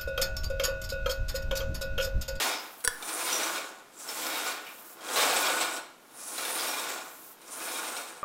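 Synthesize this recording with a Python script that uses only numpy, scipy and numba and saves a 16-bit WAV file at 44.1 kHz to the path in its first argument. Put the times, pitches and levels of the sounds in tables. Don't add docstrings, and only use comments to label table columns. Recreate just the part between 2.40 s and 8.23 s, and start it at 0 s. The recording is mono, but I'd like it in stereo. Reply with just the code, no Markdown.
import sys
import numpy as np
from scipy import signal
from scipy.fft import rfft, irfft
from scipy.io import wavfile
from numba import njit

SR = 44100
rng = np.random.default_rng(int(sys.argv[2]) if len(sys.argv) > 2 else 0)


def generate_wav(sig):
    pcm = np.round(np.clip(np.atleast_2d(sig).T, -1, 1) * 32767).astype(np.int16)
    wavfile.write(sys.argv[1], SR, pcm)


N = 257103
TIME = np.arange(N) / SR

# start_s, stop_s, slack_s, rise_db_per_s, fall_db_per_s, roll_db,
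# tilt_db, rasp_re_roll_db, sing_re_roll_db, cord_fall_db_per_s, hiss_db, grip_re_hiss_db, whirr_db,
# whirr_early_hz, whirr_late_hz
CORD_PULLS = [(-.39, 0.087, 0, 100, 96, -26.5, 1, 2.1, -12, 199.5, -30.5, -4, -33.5, 7000, 6900),
              (0.659, 1.157, 0.015, 85, 71, -32.5, 5.5, -2, -7, 112, -35.5, -6, -38, 9300, 7160),
              (1.679, 2.118, 0.062, 118, 61.5, -34.5, 4, 0, -8.5, 120, -39.5, -2, -43.5, 7700, 7500),
              (2.771, 3.359, 0.051, 108.5, 139, -27.5, -11, -2.2, -4, 380, -35.5, -7, -35, 7900, 7840),
              (3.971, 4.553, 0.16, 60, 73, -34, 1.8, 0, -10, 110, -37, -5, -38.5, 9800, 7200),
              (5.219, 5.699, .1, 78, 52, -36.5, -6.5, -3, -20, 98, -39.5, -7, -41, 9300, 8200)]
# start_s, length_s, pitch_hz, width_hz, level_db
AXLE_CHIRPS = [(0.115, 0.1, 5170, 900, -41.5), (0.92, 0.067, 5800, 600, -32.5),
               (0.911, 0.061, 7270, 500, -39), (1.03, 0.018, 5880, 450, -35), (1.566, .03, 7450, 500, -51),
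               (1.681, 0.023, 5324, 60, -38), (2.075, .02, 7400, 500, -37), (2.258, 0.05, 2485, 1000, -45),
               (2.965, 0.015, 8200, 700, -29), (3.203, 0.025, 7950, 700, -33),
               (4.185, .04, 4920, 693, -36.5), (4.279, 0.039, 5580, 500, -40),
               (5.223, 0.019, 2565, 400, -50), (5.566, 0.021, 5550, 600, -41)]
# start_s, stop_s, level_db
HAND_REACHES = [(0.197, 0.537, -52), (2.29, 2.53, -50), (4.668, 4.918, -50.5)]
# start_s, clatter_db, clatter_decay_s, clink_db, clink_pitch_hz
CARRIER_KNOCKS = [(.405, -43, .008, -42, 10500), (.625, -29, 0.0072, -31, 3640),
                  (.69, -30.5, .02, -30.5, 8100), (0.928, -28, 0.048, -23, 5800),
                  (1.033, -27, .012, -26, 5900), (1.179, -31.5, 0.014, -34, 2390),
                  (1.687, -33.5, 0.035, -40, 5270), (1.867, -26, 0.0067, -30, 5330),
                  (2.061, -28, 0.041, -28, 2330), (2.266, -41.5, 0.016, -42, 2820),
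                  (2.608, -43, 0.009, -42, 3230), (2.686, -34, 0.019, -31, 3270),
                  (2.76, -21.5, 0.051, -21, 3950), (2.801, -25, 0.059, -22, 3720),
                  (2.97, -26, .012, -23, 3700), (3.209, -22.5, 0.033, -27, 2230),
                  (3.364, -30, 0.017, -34, 5630), (3.98, -30.5, 0.048, -27, 3990),
                  (4.051, -30.5, 0.014, -25, 3610), (4.195, -29.5, 0.049, -30, 3360),
                  (4.283, -29, 0.016, -29, 5600), (5.016, -47, .02, -45, 9100),
                  (5.22, -39, .014, -34, 2550), (5.567, -33, 0.027, -30, 4040)]
# start_s, level_db, decay_s, thump_db, shutting (1 or 0)
HISS_AND_CLICKS = [(.44, -19.5, .009, -85, 0), (0.4477, -7.5, 0.0025, -81, 0),
                   (0.476, 1.5, 0.00058, -31.5, 1), (0.4778, -7, 0.00071, -70, 1)]

# pitch_hz, t60_s, relative_db
TRACK_RESONANCES = [(475, 0.097, -1.5), (757, 0.68, -6.5), (823, 0.3, -17), (878, 0.35, -17),
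                    (905, 0.42, 0.5), (1014, 0.52, -1), (1079, 0.15, 2.5), (1170, 0.12, 2),
                    (1433, 0.11, 2.5), (1655, 0.27, -5), (2235, 0.14, -1), (2385, 0.18, -3.5),
                    (2542, 0.11, -4), (2768, 0.2, -4), (3296, 0.051, -3.5), (3690, 0.14, -3),
                    (3700, 0.099, -1), (3820, 0.085, -11), (4140, 0.17, -7), (5200, 0.045, -2)]
HOOK_RESONANCES = [(2410, .06, 1.5), (3305, 0.05, -2.5), (3780, 0.058, -1), (3970, 0.11, -7),
                   (5400, 0.051, -1)]
# pitch_hz, t60_s, opening_relative_db, shutting_relative_db
CATCH_RESONANCES = [(487, 0.089, -41, -38.5), (1055, 0.015, -51, -23.5), (1473, 0.077, -33.5, -27.5),
                    (1727, 0.033, -42, -26.5), (3370, 0.092, -52, -45), (4050, .03, -38, -51),
                    (4700, 0.13, -45, -51), (5610, 0.057, -39, -34.5), (6630, 0.036, -39, -35.5),
                    (7900, 0.036, -30, -32), (8830, 0.055, -32, -41), (9400, .04, -27, -45),
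                    (10800, 0.037, -37, -32), (10960, .035, -42, -31), (12950, .03, -35, -41),
                    (15300, .03, -39, -38)]

# frequency_hz, relative_db
WHEEL_SPECTRUM = [(60, -56), (200, -34.5), (330, -7.5), (420, -3.5), (520, 1), (820, 4.5), (970, -1),
                  (1120, 3), (1260, 1), (1400, 4.5), (1620, -1.5), (1850, -6), (3000, -11), (8000, -25)]
RASP_SPECTRUM = [(100, -60), (600, -42), (1850, 0), (2350, 2), (2950, -0.5), (3300, 1), (3750, 0.5),
                 (4500, -0.5), (5500, -3.5), (6500, -6.5), (10000, -13.5), (16000, -21.5)]
FRAME_SPECTRUM = [(25, -57), (75, -46), (130, -23), (215, -12), (250, -3), (285, -2.5), (324, 2.5),
                  (375, -4), (520, -9), (1200, -24.5), (4000, -61)]
CORD_SPECTRUM = [(100, -62), (1000, -43), (4500, -7), (5800, 0.5), (8000, 1.5), (10500, -1), (12000, -12.5),
                 (16000, -14)]
HAND_SPECTRUM = [(100, -57), (2000, -25), (6000, -13.5), (10000, -7), (12000, -4), (13800, -2), (16000, -7)]
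AIR_SPECTRUM = [(25, -9), (60, -25), (150, -5.5), (320, 1), (1200, -8.5), (2500, -11.5), (6000, -15.5),
                (13000, -17), (16000, -30)]
CATCH_SPECTRUM = [(40, -23), (250, -8.5), (500, -10), (750, -6), (1100, 2.5), (1500, 5), (2500, -1),
                  (3500, -5), (7000, -2), (10500, 6.5), (13000, -16), (16000, -5)]

ARCH_DB = 4.5


def undb(db):
    return 10 ** (np.asarray(db) / 20)


def together(levels_db):
    return 10 * np.log10(sum(undb(db) ** 2 for db in levels_db) + 1e-18)


def unit(x):
    return x / np.sqrt(np.mean(x ** 2))


def add(out, start_s, x):
    i = int(start_s * SR)
    out[i:i + len(x)] += x[:N - i]


def through(x, response):
    return signal.fftconvolve(x, response)[:len(x)]


def butter(x, kind, hz, order=2):
    return signal.sosfilt(signal.butter(order, hz, kind, fs=SR, output="sos"), x)


@njit
def bandpass(x, hz, width_hz):
    y, band_state, low_state = np.empty(len(x)), 0., 0.
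    for i in range(len(x)):
        g, damping = np.tan(np.pi * hz[i] / SR), width_hz / hz[i]
        band = (band_state + g * (x[i] - low_state)) / (1 + g * (g + damping))
        band_state = 2 * band - band_state
        low_state += 2 * g * band
        y[i] = damping * band
    return y


def colour(x, spectrum, size=2048):
    hz, db = np.transpose(spectrum)
    outline = np.interp(np.log(np.arange(size // 2 + 1) * SR / size + 1), np.log(hz), db)
    cepstrum = irfft(np.log(undb(outline)))
    cepstrum[1:size // 2] *= 2
    cepstrum[size // 2 + 1:] = 0
    response = irfft(np.exp(rfft(cepstrum)))
    return through(x, response / np.linalg.norm(response))


def ringing(modes, size=16384):
    t = TIME[:size]
    response = np.zeros(size)
    for hz, t60, db in modes:
        phase = rng.uniform(0, 2 * np.pi)
        response += undb(db - 60 * t / t60) / np.sqrt(t60) * np.sin(2 * np.pi * hz * t + phase)
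    return response / np.linalg.norm(response)


def walk(rate_hz):
    knots = rng.standard_normal(4096)
    return unit(np.interp(TIME * rate_hz, np.arange(len(knots)), knots))


def grains(per_second, scatter_db):
    struck = rng.random(N) < per_second / SR
    size = undb(scatter_db * np.clip(rng.standard_normal(N), -2, 2))
    return unit(struck * size * np.sign(rng.standard_normal(N)) / np.sqrt(per_second))


def progress(start, stop):
    return np.clip((TIME - start) / (stop - start), 0, 1)


def stroke(start, stop, rise, fall, tilt_db, arch_db=ARCH_DB):
    done = progress(start, stop)
    ends = rise * np.maximum(start - TIME, 0) + fall * np.maximum(TIME - stop, 0)
    return tilt_db * (done - .5) - arch_db * (2 * done - 1) ** 2 - ends


def carrier_levels(reach_db, sing_swell_db=14):
    roll, rasp, sing = [reach_db - 6], [], []
    for start, stop, _, rise, fall, db, tilt_db, rasp_db, sing_db, *_ in CORD_PULLS:
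        effort_db = stroke(start, stop, rise, fall, tilt_db)
        roll.append(db + effort_db)
        rasp.append(db + rasp_db + 1.3 * effort_db)
        sing.append(db + sing_db + 1.249 * effort_db + sing_swell_db * (progress(start, stop) - 1))
    roll_db = together(roll)
    return roll_db, together(rasp) - roll_db, together(sing)


def carriers(reach_db, track, hooks, sing_hz=1467, sing_t60_s=0.17):
    roll_db, rasp_db, sing_db = carrier_levels(reach_db)
    speed = undb(.4 * (roll_db - roll_db.max()))
    effort = undb(roll_db + 1.1 * walk(60) + 0.32 * walk(14))
    bumps = grains(2600 * speed, scatter_db=3) * effort
    grit = grains(3000 * speed, scatter_db=1) * effort * undb(rasp_db + 1.6 * walk(35))
    rattle = undb(-3) * colour(bumps, WHEEL_SPECTRUM) + undb(-3.5) * colour(grit, RASP_SPECTRUM)
    jangle = through(grains(35, scatter_db=4.5) * effort * undb(rasp_db - 11.5), hooks)
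    taps = grains(1200 * speed, scatter_db=2) * effort
    soft = butter(taps, "low", 1900, order=5)
    hard = butter(taps, "high", 1900, order=5) * undb(rasp_db - 1 + 5.9 * walk(11))
    ring = undb(-8) * through(soft + hard, track)
    sing = through(grains(900, scatter_db=0.5) * undb(sing_db), ringing([(sing_hz, sing_t60_s, 0)]))
    rumble = colour(grains(1500, scatter_db=4.5) * undb(0.84 * roll_db - 21), FRAME_SPECTRUM)
    return rattle + jangle, ring + sing + rumble


def cord_motion(cord_rise_db_per_s=200, sag_db=3.5):
    hiss, grip, whirr, pitch = [], [], [], []
    for start, stop, slack_s, rise, _, _, tilt_db, _, _, *cord_columns in CORD_PULLS:
        fall, hiss_db, grip_db, whirr_db, early_hz, late_hz = cord_columns
        taut, cord_tilt_db = start - slack_s, tilt_db - sag_db
        hiss.append(hiss_db + stroke(taut, stop, cord_rise_db_per_s, fall, cord_tilt_db))
        grip.append(hiss_db + grip_db + 1.15 * stroke(start, stop, rise, fall, cord_tilt_db))
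        coast = .65 * fall
        whirr.append(whirr_db + stroke(taut, stop, cord_rise_db_per_s, coast, tilt_db=-3, arch_db=5.5))
        done = (TIME - taut) / (stop - taut)
        sink = (1 + np.tanh((done - 0.7) / .22)) / 2
        pitch.append(early_hz + (late_hz - early_hz) * sink)
    loudest_pull = np.argmax(whirr, axis=0)
    return together(hiss), together(grip), together(whirr), np.choose(loudest_pull, pitch)


def cord(reach_db, whirr_width_hz=1500.):
    hiss_db, grip_db, whirr_db, whirr_hz = cord_motion()
    slips = grains(5000, scatter_db=1.5) * undb(2 * walk(60))
    hiss = colour(slips, CORD_SPECTRUM) * undb(together([hiss_db, reach_db - 7.5]) - 2.5)
    whirr_hz = whirr_hz * (1 + 0.017 * walk(30))
    whirr = bandpass(grains(4000, scatter_db=8) * undb(2 * walk(35)), whirr_hz, whirr_width_hz)
    fine_slips = grains(8400, scatter_db=1.5) * undb(1.5 * walk(50))
    hand = colour(fine_slips, HAND_SPECTRUM) * undb(together([grip_db, reach_db]) + 2.5)
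    return hiss + unit(whirr) * undb(whirr_db) + hand


def hall_echo(x, low_t60_s=0.62, high_t60_s=0.48, treble_db=-7):
    t = TIME[:SR]
    noise = rng.standard_normal(SR)
    decay = undb(-60 * t / low_t60_s)
    low = butter(noise, "low", 3000) * decay
    high = butter(noise, "high", 3000) * undb(treble_db - 60 * t / high_t60_s)
    return through(x, (low - high) * (t > .005) / np.linalg.norm(decay))


def room_air():
    return undb(-59) * colour(rng.standard_normal(N), AIR_SPECTRUM)


def pulley_chirps(judder_hz=85, judder_depth=0.52):
    out = np.zeros(N)
    for start, length, hz, width_hz, db in AXLE_CHIRPS:
        t = TIME[:int(1.3 * length * SR)]
        swell = np.clip(t / length / 0.047, 0, 1) * np.clip((t[-1] - t) / length / 0.55, 0, 1)
        phase_drift = np.cumsum(rng.standard_normal(len(t))) * np.sqrt(np.pi * width_hz / SR)
        tone = np.sin(2 * np.pi * hz * t + phase_drift)
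        note = bandpass(tone, np.full(len(t), float(hz)), 2. * width_hz)
        judder = 1 + judder_depth * np.cos(2 * np.pi * judder_hz * t)
        add(out, start, undb(db) * swell * unit(note * judder))
    return out


def hand_reaches():
    return together(db + stroke(start, stop, rise=200, fall=330, tilt_db=2.5, arch_db=0)
                    for start, stop, db in HAND_REACHES)


def carrier_knocks(track, hooks, clink_t60_s=.03):
    envelope, clinks = np.zeros(N), np.zeros(N)
    t = TIME[:8192]
    for start, db, decay_s, clink_db, hz in CARRIER_KNOCKS:
        add(envelope, start, undb(db) * np.exp(-t / decay_s))
        add(clinks, start, undb(clink_db - 60 * t / clink_t60_s) * np.sin(2 * np.pi * hz * t))
    force = envelope * grains(6000, scatter_db=0.5)
    clatter = undb(-3) * colour(force, RASP_SPECTRUM) + undb(-6.5) * colour(force, WHEEL_SPECTRUM)
    tug = undb(-16.5) * colour(force, CORD_SPECTRUM) + undb(-19) * colour(force, HAND_SPECTRUM)
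    ring = undb(-8.5) * through(force, track) + undb(-13) * through(force, hooks)
    return clinks + clatter + tug + ring


def catch_snaps(thump_rise_s=0.00066, thump_leak_s=0.032):
    bursts, ring, thump = np.zeros(N), np.zeros(N), np.zeros(N)
    t = TIME[:16384]
    pressure = (1 - np.exp(-t / thump_rise_s)) * (1 - t / thump_leak_s) * np.exp(-t / thump_leak_s)
    for start, db, decay_s, thump_db, shutting in HISS_AND_CLICKS:
        onset = 1 - np.exp(-t / (0.16 * decay_s))
        burst = onset * np.exp(-t / decay_s) * rng.standard_normal(len(t))
        add(bursts, start, undb(db) * burst / np.linalg.norm(burst))
        for hz, t60, open_db, shut_db in CATCH_RESONANCES:
            mode_db = db + (shut_db if shutting else open_db + 10)
            tone = np.sin(2 * np.pi * (hz * t + rng.random()))
            add(ring, start, onset * undb(mode_db - 60 * t / t60) * tone)
        add(thump, start, -undb(thump_db) * pressure)
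    return undb(4) * colour(bursts, CATCH_SPECTRUM) + undb(4.5) * ring, thump


def scene():
    reach_db = hand_reaches()
    track, hooks = ringing(TRACK_RESONANCES), ringing(HOOK_RESONANCES)
    rattle, ring = carriers(reach_db, track, hooks)
    rig = rattle + carrier_knocks(track, hooks) + cord(reach_db) + pulley_chirps()
    curtain = undb(-2.5) * rig + undb(-7) * hall_echo(rig) + ring
    curtain = butter(curtain, "high", 106)
    snap, thump = catch_snaps()
    mono = curtain + room_air() + snap + undb(-10) * hall_echo(snap) + thump
    return np.array([mono, mono])


def record(dry):
    peak_limit, top_hz = 0.37, 15750
    rounded = peak_limit * np.tanh(dry / peak_limit)
    return signal.sosfilt(signal.ellip(10, .2, 70, top_hz, fs=SR, output="sos"), rounded)


dry = scene()
out = record(dry)
generate_wav(out)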